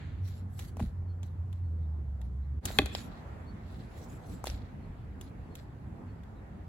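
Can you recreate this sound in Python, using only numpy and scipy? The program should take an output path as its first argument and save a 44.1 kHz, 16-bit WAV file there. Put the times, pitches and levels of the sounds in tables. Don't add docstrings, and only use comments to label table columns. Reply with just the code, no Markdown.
import sys
import numpy as np
from scipy import signal
from scipy.fft import rfft, irfft, next_fast_len
from scipy.io import wavfile
from scipy.ndimage import uniform_filter1d, map_coordinates

SR = 44100
rng = np.random.default_rng(int(sys.argv[2]) if len(sys.argv) > 2 else 0)


def materialize(psi):
    bounded = np.clip(np.atleast_2d(psi).T, -1, 1)
    quanta = np.round(bounded * 32767).astype(np.int16)
    wavfile.write(sys.argv[1], SR, quanta)


N = 294588


def amp(db):
    return 10 ** (np.asarray(db) / 20)


def unit(x):
    return x / np.sqrt(np.mean(x ** 2) + 1e-20)


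def along(points, hz):
    f, v = np.transpose(points)
    return np.interp(np.log(hz + 1), np.log(f + 1), v)


def clock():
    return np.arange(N) / SR


def curves(rows):
    s, *columns = np.transpose(rows)
    return [np.interp(clock(), s, column) for column in columns]


def wobble(rate):
    t = clock()
    coarse = t[::16]
    knots = rng.standard_normal(int(N * rate / SR) + 4)
    return np.interp(t, coarse, map_coordinates(knots, [coarse * rate]))


def filtered(x, response):
    size = next_fast_len(N + SR // 2)
    hz = np.fft.rfftfreq(size, 1 / SR)
    return irfft(rfft(x, size) * response(hz), size)[..., :N]


def pulse(spectrum, size=2048):
    hz = np.fft.rfftfreq(size, 1 / SR)
    cepstrum = irfft(np.log(amp(along(spectrum, hz))))
    cepstrum[1:size // 2] *= 2
    cepstrum[size // 2 + 1:] = 0
    h = irfft(np.exp(rfft(cepstrum)))
    return h / np.linalg.norm(h)


def add(track, s, sound):
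    part = track[..., round(s * SR):][..., :sound.shape[-1]]
    part += sound[..., :part.shape[-1]]


def rush(spectrum, alike, patchy_db):
    z = signal.stft(rng.standard_normal((2, N)), nperseg=512)[2]
    field = uniform_filter1d(rng.standard_normal(z.shape[1:]), size=6, axis=0)
    field = uniform_filter1d(field, size=14, axis=1)
    pair = signal.istft(z * amp(patchy_db * unit(field)), nperseg=512)[1][:, :N]

    def mid_side(hz):
        turn = np.arccos(np.clip(along(alike, hz), -1, 1)) / 2
        return amp(along(spectrum, hz)) * [np.cos(turn), np.sin(turn)]

    mid, side = filtered(pair, mid_side)
    return unit(np.array([mid + side, mid - side]))


# frequency in Hz, spectrum level in dB.
GLOW = [(700, -12.5), (1700, 5.5), (2800, -2), (4300, -6), (5500, -25), (7000, -15.5), (12000, -47)]


def opening_hiss():
    return amp(-56.5 - 60 * clock() / 1.03) * rush(GLOW, [(500, 0.16)], patchy_db=0)


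# frequency in Hz, shape in dB per Hz.
RUMBLE = [(20, -26.5), (30, -12), (43, 1), (80, 4.5), (130, -2), (190, -11.5), (300, -36), (600, -64)]
ROAR = [(80, -23.5), (150, -3.5), (200, 1), (260, -2), (350, -9), (500, -16), (1000, -54)]
TYRES = [(200, -34.5), (350, -15.5), (500, -16.5), (780, -15), (1200, -21.5), (1900, -26), (3100, -37.5),
         (4400, -42), (5400, -47.5), (8000, -46.5), (12000, -51.5), (16000, -61)]
# frequency in Hz, likeness from -1 to 1.
ALIKE = [(60, 0.96), (150, 0.96), (380, 0.58), (950, -0.072), (2380, 0.04), (5980, -0.15), (15000, 0.07)]
# frequency in Hz, gain in dB.
EARLY_COLOUR = [(45, -4), (90, 1.5), (1400, -0.5), (2500, -3.5), (5000, 1)]
# rumble, roar and hiss in dB, ahead of the dip's gain, the colour and the left-right balance
ROAD_BEFORE, ROAD_AFTER = (-44.5, -56.5, -63), (-44, -50.5, -56)
EASE_DB_PER_S = 0.34
SURGE_DB, SURGE_S = (2, 4, 7.5), 0.59


def traffic():
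    t = clock()
    after = t > DIP_BOTTOM_S
    age = t - after * DIP_BOTTOM_S
    levels = []
    for early, late, surge in zip(ROAD_BEFORE, ROAD_AFTER, SURGE_DB):
        settling = late + surge * np.exp(-age / SURGE_S)
        levels.append(np.where(after, settling, early) - EASE_DB_PER_S * age)
    rumble_db, roar_db, hiss_db = levels
    rumble = amp(rumble_db + .8 * wobble(7)) * rush(RUMBLE, ALIKE, patchy_db=0.7)
    roar = amp(roar_db) * rush(ROAR, ALIKE, patchy_db=2.5)
    hiss = amp(hiss_db + 0.74 * wobble(4)) * rush(TYRES, ALIKE, patchy_db=1.6)
    road = rumble + roar + hiss
    early_road = filtered(road, lambda hz: amp(along(EARLY_COLOUR, hz)))
    return np.where(after, road, early_road)


# time in seconds, firing rate in Hz, relative level in dB.
ENGINE = [(0.0, 75.9, -46.5), (0.16, 90.8, -44.5), (0.23, 91.34, -31.5), (0.38, 89.5, -42.5),
          (0.59, 91.35, -41.5), (0.65, 89.3, -53.5), (0.8, 85.1, -40), (0.84, 76.55, -34), (0.9, 72.4, -47),
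          (0.98, 89.42, -37), (1.56, 88.25, -39), (1.62, 87.17, -32), (2.27, 64, -38), (2.6, 73.4, -31.5)]


def engine():
    hz, db = curves(ENGINE)
    phase = 2 * np.pi * np.cumsum(hz * (1 + 0.025 * wobble(24.423))) / SR
    tone = np.sin(phase) + amp(-25.5) * np.sin(2 * phase)
    fade = np.clip((DIP_BOTTOM_S - clock()) / 0.011, 0, 1)
    return amp(db - 2.0 + 1.4 * wobble(22)) * unit(tone) * fade


# time of the top in seconds, half length in seconds, cloth level in dB, grit level in dB.
MOVES = [(0.282, .025, -57.5, -61.5), (0.358, 0.041, -66, -65.5), (0.621, 0.057, -60.5, -70),
         (2.755, 0.047, -48.5, -66), (2.999, .045, -52.5, -75), (3.158, 0.052, -86, -65.5),
         (3.768, 0.095, -71, -66), (3.995, 0.054, -60.5, -67.5), (4.116, 0.052, -61.5, -85.5),
         (4.311, .053, -61.5, -67), (4.548, 0.1, -79, -64)]
# frequency in Hz, shape in dB.
CLOTH = [(300, -17), (1000, -1.5), (3000, -3.5), (5500, -3), (7500, 2.5), (11500, 0), (16000, -6)]
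GRIT = [(700, -15), (1500, 2), (2800, -4), (4100, 2.5), (5200, -8), (9000, -22), (16000, -36.5)]
RUB_LAG_S, RUB_RISE_S, RUB_FALL_S = .018, .016, 0.042
BLOCK_RUB_DB, GRAZE_RUB_DB = -21, -20.5
RUB_GRIT_DB = 0.5


def swishes():
    t = clock()
    rubs = [(s, db + BLOCK_RUB_DB) for s, db, *_ in BLOCKS]
    rubs += [(s, db + GRAZE_RUB_DB) for s, db in GRAZES]
    strokes = [(s + RUB_LAG_S, RUB_RISE_S, RUB_FALL_S, db, db + RUB_GRIT_DB) for s, db in rubs]
    strokes += [(s, half, half, cloth_db, grit_db) for s, half, cloth_db, grit_db in MOVES]
    swells = np.array([np.exp(-((t - s) / np.where(t < s, rise, fall)) ** 2)
                       for s, rise, fall, *_ in strokes])
    levels_db = np.array(strokes)[:, 3:].T
    cloth, grit = np.sqrt(amp(levels_db) ** 2 @ swells)
    folds = unit(amp(1.9 * wobble(60) + 1.3 * wobble(700)))
    grains = rng.standard_normal((2, N)) * (rng.random(N) < 1800 / SR)
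    crackle = unit(filtered(grains * amp(2.4 * wobble(71)), lambda hz: amp(along(GRIT, hz))))
    hiss = rush(CLOTH, [(500, 0.7), (8000, .1)], patchy_db=5.0)
    return cloth * folds * hiss + grit * crackle


def contact(spectrum, t60, apart):
    t = np.arange(SR // 8) / SR
    grains = rng.standard_normal(len(t)) + apart * rng.standard_normal((2, len(t)))
    decaying = grains * amp(-60 * t / t60)
    burst = signal.fftconvolve(decaying, pulse(spectrum)[None], axes=1)[:, :len(t)]
    return unit(burst) * np.sqrt(.003 * SR / len(t))


# frequency in Hz, relative level in dB, time to fall 60 dB in seconds.
WOOD = [(275, -0.5, .055), (402, 2.5, 0.033), (612, -7.5, 0.057), (783, -1.5, 0.035), (1136, -4.5, 0.026),
        (1660, -7, 0.025), (2045, -0.5, 0.02), (2450, 4.5, .016), (2549, 1, 0.027), (3000, -8, 0.016),
        (3600, 0.5, .011), (3800, -1.5, .011), (4200, 0, 0.013), (6900, -18, .01), (11700, -22.5, .008)]


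def ring(shift_db, travel):
    t = np.arange(SR // 8) / SR
    out = np.zeros(len(t))
    for k, (hz, db, t60) in enumerate(WOOD):
        delay = travel * np.sqrt(WOOD[0][0] / hz)
        age = np.maximum(t - delay, 0)
        out += amp(db + shift_db[k] - 60 * age / t60) * np.sin(2 * np.pi * hz * age)
    return out


# frequency in Hz, shape in dB per Hz.
KNOCK = [(150, -14.5), (400, -1.5), (750, 2.5), (1100, -6.5), (2000, -18), (4000, -40.5)]
CLACK = [(500, -25.5), (1100, -11.5), (1600, -2.5), (2500, -3.5), (3700, 1.5), (4400, -4), (4900, -21),
         (8000, -24), (16000, -47)]
TICK = [(2500, -24), (5000, -5), (7000, 4), (11500, 0), (16000, -7.5)]
RING_DB = -19
RING_TILT_DB, RING_PIVOT_HZ = 5, 2000


def touch(knock_db, clack_db, tick_db, t60, octaves):
    tilt_db = RING_TILT_DB * octaves * np.log2(np.array(WOOD)[:, 0] / RING_PIVOT_HZ)
    spot_db = 2 * rng.standard_normal(len(WOOD))
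    colour = np.array(CLACK) * [2 ** octaves, 1]
    knock = amp(knock_db) * contact(KNOCK, t60=0.0082, apart=0.5)
    stick = amp(RING_DB) * ring(spot_db + tilt_db, travel=0.0013)
    clack = amp(clack_db) * (contact(colour, t60, apart=1.4) + stick)
    tick = amp(tick_db) * contact(TICK, t60, apart=1.0)
    return knock + clack + tick


# start in seconds, tick level in dB.
GRAZES = [(.592, -43.5), (.596, -47.5), (.623, -57), (1.231, -52), (1.528, -57.5), (2.215, -58.5),
          (2.6541, -29), (2.657, -32.5), (4.456, -44), (4.463, -45), (5.212, -45.5), (5.5534, -45.5),
          (6.2346, -65.5)]
# start in seconds, blow level in dB before its hardness shares,
# hardness from -1 (padded) to 1 (bare wood), slide tick in dB relative to the blow.
BLOCKS = [(.769, -50.5, -0.51, -2.5), (0.796, -44, -.35, -10), (.802, -42.5, -0.56, -12),
          (.826, -54, 0.2, -6), (2.704, -49, -0.92, -23), (2.859, -40, 0.05, 0.5), (2.95, -32.5, 0.31, -12),
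          (4.441, -41.5, -0.81, 0), (4.470, -35.5, 0.2, -3), (4.478, -44, 0.46, -12),
          (4.4995, -46.5, 0.63, -16)]
KNOCK_DB, CLACK_DB = 2.5, -2.5
KNOCK_DB_PER_HARD, CLACK_DB_PER_HARD, OCTAVES_PER_HARD = -8, 11.5, 1
BLOCK_T60_S, GRAZE_T60_S = 0.021, .025
GRAZE_KNOCK_DB, GRAZE_CLACK_DB = -8.5, -1
GRAZE_USUAL_DB, GRAZE_WOOD_GROWS = -53.5, .66


def taps():
    out = np.zeros((2, N))
    for s, db, hard, slide_db in BLOCKS:
        knock_db = db + KNOCK_DB + KNOCK_DB_PER_HARD * hard
        clack_db = db + CLACK_DB + CLACK_DB_PER_HARD * hard
        add(out, s, touch(knock_db, clack_db, db + slide_db, BLOCK_T60_S, OCTAVES_PER_HARD * hard))
    for s, db in GRAZES:
        wood_db = GRAZE_USUAL_DB + GRAZE_WOOD_GROWS * (db - GRAZE_USUAL_DB)
        knock_db, clack_db = wood_db + GRAZE_KNOCK_DB, wood_db + GRAZE_CLACK_DB
        add(out, s, touch(knock_db, clack_db, db, GRAZE_T60_S, octaves=-0.1))
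    return out


# frequency in Hz, time to fall 60 dB in seconds.
COURT = [(200, 0.54), (1000, .5), (3000, 0.59), (6000, 0.36), (14000, 0.05)]


def court(x):
    echoes = rng.standard_normal((2, SR // 2)) * amp(3 * wobble(120)[:SR // 2])
    hz, t, z = signal.stft(echoes, SR, nperseg=256)
    decay = amp(-60 * t / along(COURT, hz)[:, None])
    onset = 1 - np.exp(-t / 0.0029)
    tail = signal.istft(z * decay * onset, SR, nperseg=256)[1]
    answer = amp(-20) * tail / np.linalg.norm(tail[0])
    add(answer, .0305, amp([[-26], [-25]]))
    return signal.fftconvolve(x, answer, axes=1)[:, :N]


# start in seconds, frequency in Hz, level in dB, time to fall 60 dB in seconds.
THUDS = [(0.811, 226, -23.5, 0.062), (0.824, 95, -15, 0.03), (0.837, 199, -24, 0.041),
         (0.86, 54.7, -28, 0.16), (2.803, 81.3, -23.5, 0.092), (2.819, 285, -23.5, 0.048),
         (2.834, 68, -23, 0.15), (4.493, 56.2, -26.5, 0.094), (4.535, 61, -28, 0.096),
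         (4.893, 55, -29, 0.082)]


def thuds():
    out, t = np.zeros(N), np.arange(SR // 4) / SR
    onset = 1 - np.exp(-t / .0015)
    for s, hz, db, t60 in THUDS:
        add(out, s, amp(db - 60 * t / t60) * np.sin(2 * np.pi * hz * t) * onset)
    return out


# time of the call's top in seconds, pitch in Hz, level in dB.
BIRDS = [(1.106, 4290, -73), (1.656, 4310, -82), (1.84, 3750, -79), (2.444, 4128, -81),
         (3.494, 4424, -63.5), (4.84, 4294, -76.5), (5.003, 3370, -75), (5.53, 4230, -73),
         (6.1, 4380, -75.5), (6.38, 3980, -75.5)]
CALL_S, CALL_TOP_HZ = 0.02, 4370
FLUTTER, FLUTTER_PER_OCTAVE, CALL_S_PER_OCTAVE = 0.0036, 0.27, 0.057


def birds():
    t, out = clock(), np.zeros(N)
    waver = 0.22 * wobble(35) + wobble(370)
    for s, hz, db in BIRDS:
        octaves_off = abs(np.log2(CALL_TOP_HZ / hz))
        length = CALL_S + CALL_S_PER_OCTAVE * octaves_off
        flutter = FLUTTER + FLUTTER_PER_OCTAVE * octaves_off
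        near = abs(t - s) < 3 * length
        phase = 2 * np.pi * np.cumsum(hz * (1 + flutter * waver[near])) / SR
        swell = np.exp(-((t[near] - s) / length) ** 2)
        out[near] += amp(db) * swell * np.sin(phase)
    return out


# time in seconds, gain in dB.
DIP = [(2.59, 1), (2.612, -21), (2.63, -12), (2.652, -1)]
DIP_BOTTOM_S = DIP[1][0]


def dip():
    return amp(curves(DIP)[0])


# start in seconds, level in dB, left over right in dB.
STRIKE = [(2.7872, 2, 4.5), (2.789, 0, -10)]


def strike():
    out, start = np.zeros((2, N)), STRIKE[0][0]
    for s, db, pan_db in STRIKE:
        sides = amp(db + np.array([[pan_db], [-pan_db]]) / 2)
        add(out, s, sides * pulse(CLACK))
    add(out, start, amp([[-17], [-18.5]]) * ring(np.zeros(len(WOOD)), travel=0.0033))
    add(out, start, amp(-26.5) * contact(TICK, t60=.008, apart=1.0))
    return out


EAR_LAG_S = .00006


def scene():
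    lag = np.array([[0], [EAR_LAG_S]])
    sticks = filtered(strike() + taps(), lambda hz: np.exp(-2j * np.pi * hz * lag))
    balance = amp([[-.5], [.5]])
    background = (traffic() + engine()) * dip() * balance
    return sticks + court(sticks) + opening_hiss() + thuds() + swishes() + birds() + background


# frequency in Hz, gain in dB.
TREBLE = [(7900, 0.5), (9200, -13), (10600, 3), (12200, 0), (14000, -8.5), (15300, -1)]
TOP_HZ = 16200


def record(dry):
    thinned = signal.sosfilt(signal.butter(3, 30, "highpass", fs=SR, output="sos"), dry)
    shaped = filtered(thinned, lambda hz: amp(along(TREBLE, hz)))
    clipped = np.clip(shaped, -1, 1)
    return filtered(clipped, lambda hz: 1 / np.sqrt(1 + (hz / TOP_HZ) ** 160))


dry = scene()
out = record(dry)
materialize(out)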